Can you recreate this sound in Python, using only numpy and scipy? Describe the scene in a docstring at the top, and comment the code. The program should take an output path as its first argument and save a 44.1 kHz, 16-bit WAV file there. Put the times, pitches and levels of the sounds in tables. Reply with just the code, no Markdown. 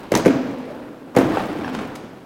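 """Hard wooden thuds and plastic clacks ring out in a large hall, then a rumble rolls away.
An inline skater jumps onto a hollow ledge, stalls, and drops back onto a plywood ramp. Wheels and boots
set the wood ringing and the frames clack; the rolling wheels crunch over grit and knock on panel seams.
The hall rings on behind every blow, and the loudest ones overload the microphone."""
import sys
import numpy as np
from scipy import signal
from scipy.fft import rfft, irfft
from scipy.io import wavfile

SR = 44100
rng = np.random.default_rng(int(sys.argv[2]) if len(sys.argv) > 2 else 0)


def master_out(mix):
    """Clip the mix to full scale and print it as 16-bit PCM to the path in sys.argv[1]."""
    frames = np.transpose(np.atleast_2d(mix))
    ceiling = np.clip(frames, -1, 1)
    pcm = np.round(ceiling * 32767).astype(np.int16)
    wavfile.write(sys.argv[1], SR, pcm)


N = 99225
T = np.arange(N) / SR
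HIT_T = T[:SR // 5]  # time axis of one hit
STRIKE_RISE_S = 0.0012

# fader moves of the wheels on wood: t/s, rumble level/dB, gritty roar level/dB
ROLL = [(0, -34, -39), (.1, -43, -43), (.16, -20.5, -20.5), (.24, -25.5, -42), (.33, -26, -57),
        (.5, -33.5, -42.5), (.64, -43.5, -43), (.71, -36.5, -46), (.82, -38, -47), (1.14, -41.5, -55),
        (1.18, -13, -23.5), (1.29, -25.5, -33), (1.4, -25, -28.5), (1.55, -34, -36.5), (1.8, -31.5, -34.5),
        (1.92, -35, -41.5), (2.05, -38.5, -47.5), (2.25, -44, -52.5)]


def amp(db):
    """Decibels to gain."""
    return 10 ** (np.asarray(db) / 20)


def unit(x):
    """Scales to rms 1."""
    return x / np.sqrt(np.mean(x ** 2) + 1e-20)


def read(points, hz):
    """Reads a table on a log-frequency axis."""
    f, value = np.transpose(points)
    return np.interp(np.log(hz + 1), np.log(f + 1), value)


def curve(table, column):
    """One column of a time table at every sample."""
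    rows = np.array(table)
    return np.interp(T, rows[:, 0], rows[:, column])


def colour(x, eq):
    """Filters x through an EQ curve."""
    return irfft(rfft(x) * amp(read(eq, np.fft.rfftfreq(len(x), 1 / SR))), len(x))


def noise(eq):
    """Steady coloured noise, rms 1."""
    return unit(colour(rng.standard_normal(N), eq))


def add(mix, s, sound):
    """Mixes a sound in at time s."""
    part = mix[max(round(s * SR), 0):][:len(sound)]
    part += sound[:len(part)]


def wander(hz):
    """Smooth random modulation, rms 1."""
    rolloff = 1 + (np.fft.rfftfreq(N, 1 / SR) / hz) ** 4
    return unit(irfft(rfft(rng.standard_normal(N)) / rolloff, N))


def strike(t, t60, rise=STRIKE_RISE_S):
    """Quick attack, exponential decay."""
    return (1 - np.exp(-t / rise)) * amp(-60 * t / t60)


def ringing(modes, hz, rise, length=1):
    """Struck modes swell as the wheel presses in, then die away; neighbours swing in opposite phase."""
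    ring = sum((-1) ** i * amp(db - 60 * HIT_T / (t60 * length)) * np.sin(2 * np.pi * hz * ratio * HIT_T)
               for i, (ratio, db, t60) in enumerate(modes))
    return ring * (1 - np.exp(-HIT_T / rise)) ** 2


def room_tone():
    """A faint, steady bed of air."""
    air_eq = [(20, -24), (100, -25), (300, 1.5), (1000, -10.5), (3000, -14), (7000, -25.5), (16000, -29)]  # f/Hz, level/dB
    return amp(-53.5) * noise(air_eq)


def hall(x):
    """Scatter off the surrounding ramps, then the long tail of the hall."""
    decay = [(60, 1.2), (250, 0.86), (500, 2.4), (1200, 1.15), (2500, 1.42), (5000, 1.0), (8000, 0.67),
             (11000, -0.1), (15000, -0.5)]  # ring time, floored below: f/Hz, t60/s
    tail_eq = [(60, -4.5), (250, -8.5), (380, -10.5), (550, -8), (1200, -5.5), (2500, -4.5), (5000, -3.5),
               (8000, -6), (14000, -5)]  # f/Hz, level/dB
    hz, t, bands = signal.stft(rng.standard_normal(N), SR, nperseg=512)
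    t60 = np.maximum(read(decay, hz), 0.05)[:, None]
    equal_energy = np.sqrt(2 * np.log(1000) / (t60 * SR))
    bands = bands * amp(read(tail_eq, hz)[:, None] - 60 * t / t60) * equal_energy
    tail = signal.istft(bands, SR, nperseg=512)[1][:N]
    tail *= 1 - np.exp(-T / 0.015)  # the tail blooms
    taps = rng.standard_normal(N) * (rng.random(N) < 1500 / SR) * strike(T, t60=0.16, rise=0.012)
    scatter = amp(-12) * taps / np.linalg.norm(taps)
    return signal.fftconvolve(x, scatter + tail)[:N]


def reflected(x):
    """The direct sound with its early reflections off wall and ramp."""
    echoes = [(.0052, -17), (0.0103, -12.5), (0.022, -15.5)]  # delay/s, level/dB
    out = x.copy()
    for delay, db in echoes:
        add(out, delay, amp(db) * x)
    return out


def boom():
    """A narrow resonance of the hollow woodwork that shifts as the skater moves over it."""
    glide = [(0, 256, -42), (.22, 270.5, -58), (.3, 276.6, -20), (.45, 262, -28), (.6, 249.4, -33),
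             (.7, 242.6, -39.5), (.87, 280, -38.5), (1.13, 255, -46), (1.2, 330.7, -26),
             (1.28, 330.3, -22.5), (1.42, 310.7, -42), (1.52, 318, -29.5), (1.62, 290, -30),
             (1.72, 252, -30.5), (1.79, 232.2, -28.5), (1.85, 215, -70), (2.25, 270, -47)]  # panel resonance: t/s, f/Hz, level/dB
    width_hz = 60
    shake = wander(width_hz / 2) + 1j * wander(width_hz / 2)
    shake /= np.sqrt(abs(shake) + 0.3)  # evens out the swells
    carrier = np.exp(2j * np.pi * np.cumsum(curve(glide, column=1)) / SR)
    return amp(curve(glide, column=2)) * unit((shake * carrier).real)


def specks():
    """Tiny snaps of dirt crushed by the wheels, riding below the roar."""
    speck_eq = [(1000, -20), (4000, 0), (8000, 0), (13000, -5), (16000, 1)]  # f/Hz, level/dB
    per_s, under_roar_db = 210, 23
    hits = (rng.random(N) < per_s / SR) * rng.random(N) ** 2
    snaps = signal.fftconvolve(hits, strike(T[:SR // 20], t60=0.022, rise=0.00018))[:N]
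    return amp(curve(ROLL, column=2) - under_roar_db) * unit(snaps * noise(speck_eq))


def rolling():
    """Wheels shake the ramp and crunch over fine grit under a fluttering load."""
    rumble_eq = [(20, -53), (45, -24.5), (100, -6.5), (180, -0.5), (300, 2), (450, -5), (700, -10.5),
                 (1500, -16), (4000, -47)]  # f/Hz, level/dB
    roar_eq = [(100, -4.5), (400, 0.5), (800, 1.5), (1500, -8), (2500, -10.5), (4000, -17.5), (7000, -30.5),
               (11000, -35), (16000, -42.5)]  # f/Hz, level/dB
    grains_per_s, spread_db, flutter_db = 6000, 2.0, 1.5
    grit = rng.standard_normal(N) * (rng.random(N) < grains_per_s / SR)
    grit *= amp(spread_db * np.minimum(rng.exponential(1, N), 3))
    load = unit(amp(flutter_db * wander(hz=33)))
    rumble = amp(curve(ROLL, column=1)) * noise(rumble_eq)
    roar = amp(curve(ROLL, column=2)) * unit(colour(grit, roar_eq))
    return load * (rumble + roar)


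def slides():
    """Brief swells of friction: a wheel scuffs sideways, a boot rubs along the ledge."""
    scuffs = [(1.951, .016, -35.5)]  # t/s, length/s, level/dB
    scuff_eq = [(300, -14), (1300, 7.5), (2500, -1.5), (5000, -3.5), (10000, -9.5), (16000, -15)]  # f/Hz, level/dB
    rubs = [(.668, 0.068, -34)]  # t/s, length/s, level/dB
    rub_eq = [(100, -31), (380, 0), (600, 9), (780, -11), (1100, -15), (3000, -26), (16000, -49)]  # f/Hz, level/dB
    friction = np.zeros(N)
    for cues, eq in (scuffs, scuff_eq), (rubs, rub_eq):
        swell = np.zeros(N)
        for s, length, db in cues:
            add(swell, s, amp(db) * np.sqrt(np.hanning(int(length * SR))))
        friction += swell * noise(eq)
    return friction


def seams():
    """Wheels knock and click over panel seams. Gives the ring and the click's (envelope, EQ)."""
    cues = [(1.3703, -4.5, -23, 500), (1.401, -19, -33, 702), (1.645, -17, -39, 1023),
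            (1.678, -18.5, -29, 916), (1.7486, -22, -20, 960), (1.788, -35, -23, 1273)]  # t/s, knock level/dB, click level/dB, knock f/Hz
    wheel_modes = [(.78, -6, 0.013), (1.03, 3, 0.014), (1.6, -4, 0.026), (1.76, -8.5, 0.023),
                   (2.65, -5, 0.011), (3.15, -15.5, .025), (5.4, -20, 0.028)]  # pitch ratio, level/dB, t60/s
    click_eq = [(400, 7.5), (1500, 8), (2500, 4), (4000, -6.5), (7500, -12.5), (10000, -19), (16000, -40)]  # f/Hz, level/dB
    ring, click = np.zeros((2, N))
    for s, knock_db, click_db, hz in cues:
        add(ring, s, amp(knock_db) * ringing(wheel_modes, hz, rise=0.00082))
        add(click, s, amp(click_db) * strike(HIT_T, t60=0.034))
    return ring, (click, click_eq)


def cracks():
    """The hard, bright snap of a frame against an edge, as (envelope, EQ)."""
    cues = [(0.1512, -3.5), (0.2588, -19.5), (1.1637, -34), (1.748, -28)]  # t/s, level/dB
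    crack_eq = [(200, -12), (800, 7), (1400, 3.5), (2000, 0), (2900, -11), (3600, 1), (4500, 3), (5300, 1),
                (6000, 4.5), (6700, 2.5), (7500, -3.5), (11000, -14), (16000, -11)]  # f/Hz, level/dB
    snap = np.zeros(N)
    for s, db in cues:
        add(snap, s, amp(db) * strike(HIT_T, t60=0.013))
    return snap, crack_eq


def blows():
    """Skates slam the plywood and rattle. Gives the thud, then clack and tick as (envelope, EQ)."""
    # t/s, thud level/dB, frame clack level/dB, sharp tick level/dB, wood f/Hz, ring length factor
    cues = [(0.1179, -1.5, -14, -21.5, 385, 0.48), (0.138, -2.5, -15.5, -32, 298, 0.38),
            (0.151, -5.5, -16, -25, 214, 0.4), (0.1616, -19, -32, -26, 273, .7),
            (.172, -21, -27, -20.5, 326, 0.49), (.249, -24, -17.5, -33, 620, 0.47),
            (.2575, -1, -10, -29.5, 295, 0.95), (0.2637, 1, -40, -27, 313, 0.83),
            (0.2783, -2, -15.5, -33.5, 311, 0.44), (0.305, -32, -20, -44, 295, 0.5),
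            (.342, -15, -29, -56, 304, 0.77), (1.1491, -12, -26, -39, 350.8, 0.21),
            (1.1636, -1.5, -10.5, -22, 352, 0.61), (1.1715, -0.5, -16, -36, 367, 0.36),
            (1.1857, -5.5, -22, -24.5, 328, 0.94), (1.2117, -44, -24, -40, 325, 0.66),
            (1.245, -15.5, -33, -48, 300, 1), (1.4916, -16, -36, -63, 294, 0.6),
            (1.586, -17.5, -31.5, -41.5, 247, 1)]
    plywood_modes = [(0.358, -18, 0.17), (0.562, -16, 0.093), (0.819, -6.5, 0.12), (1.029, -3, 0.038),
                     (1.388, -3, 0.077), (1.72, -7, 0.054), (2.1, -9.5, 0.038)]  # pitch ratio, level/dB, t60/s
    clack_eq = [(60, -59), (300, -8), (560, 5.5), (800, 2), (1400, -3.5), (2200, -5.5), (3200, -14.5),
                (6000, -31), (16000, -41)]  # f/Hz, level/dB
    tick_eq = [(500, -20), (2500, -5), (4500, -2), (5300, 1), (6400, 0), (8000, -4), (11500, -6),
               (13500, -10), (16000, -15)]  # f/Hz, level/dB
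    thud, clack, tick = np.zeros((3, N))
    for s, thud_db, clack_db, tick_db, hz, length in cues:
        add(thud, s, amp(thud_db) * ringing(plywood_modes, hz, rise=0.0013, length=length))
        add(clack, s, amp(clack_db) * strike(HIT_T, t60=0.04))
        add(tick, s, amp(tick_db) * strike(HIT_T, t60=0.026))
    return thud, (clack, clack_eq), (tick, tick_eq)


def scene():
    """The skater up close; the hall answers from three directions, each with its own grain."""
    wheel_send_db, crack_send_db = -4.5, -1.5
    thud, clack, tick = blows()
    knock, click = seams()
    snap, crack_eq = cracks()
    wheels = rolling() + specks()
    body = thud + knock + slides()
    direct, *outward = [body + sum(envelope * noise(eq) for envelope, eq in (clack, tick, click))
                        for _ in range(4)]
    reverb = sum(hall(x + amp(wheel_send_db) * wheels + amp(crack_send_db) * snap * noise(crack_eq))
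                 for x in outward) / np.sqrt(len(outward))
    close = reflected(direct + snap * noise(crack_eq))
    return (close + wheels + boom() + reverb + room_tone())[None]


def record(dry):
    """The loudest peaks clip at the microphone; a steep low-pass trims the top."""
    lowpass = signal.firwin(511, cutoff=16100, window=("kaiser", 9), fs=SR)
    return signal.oaconvolve(np.clip(dry, -1, 1), lowpass[None], "same")


dry = scene()
out = record(dry)
master_out(out)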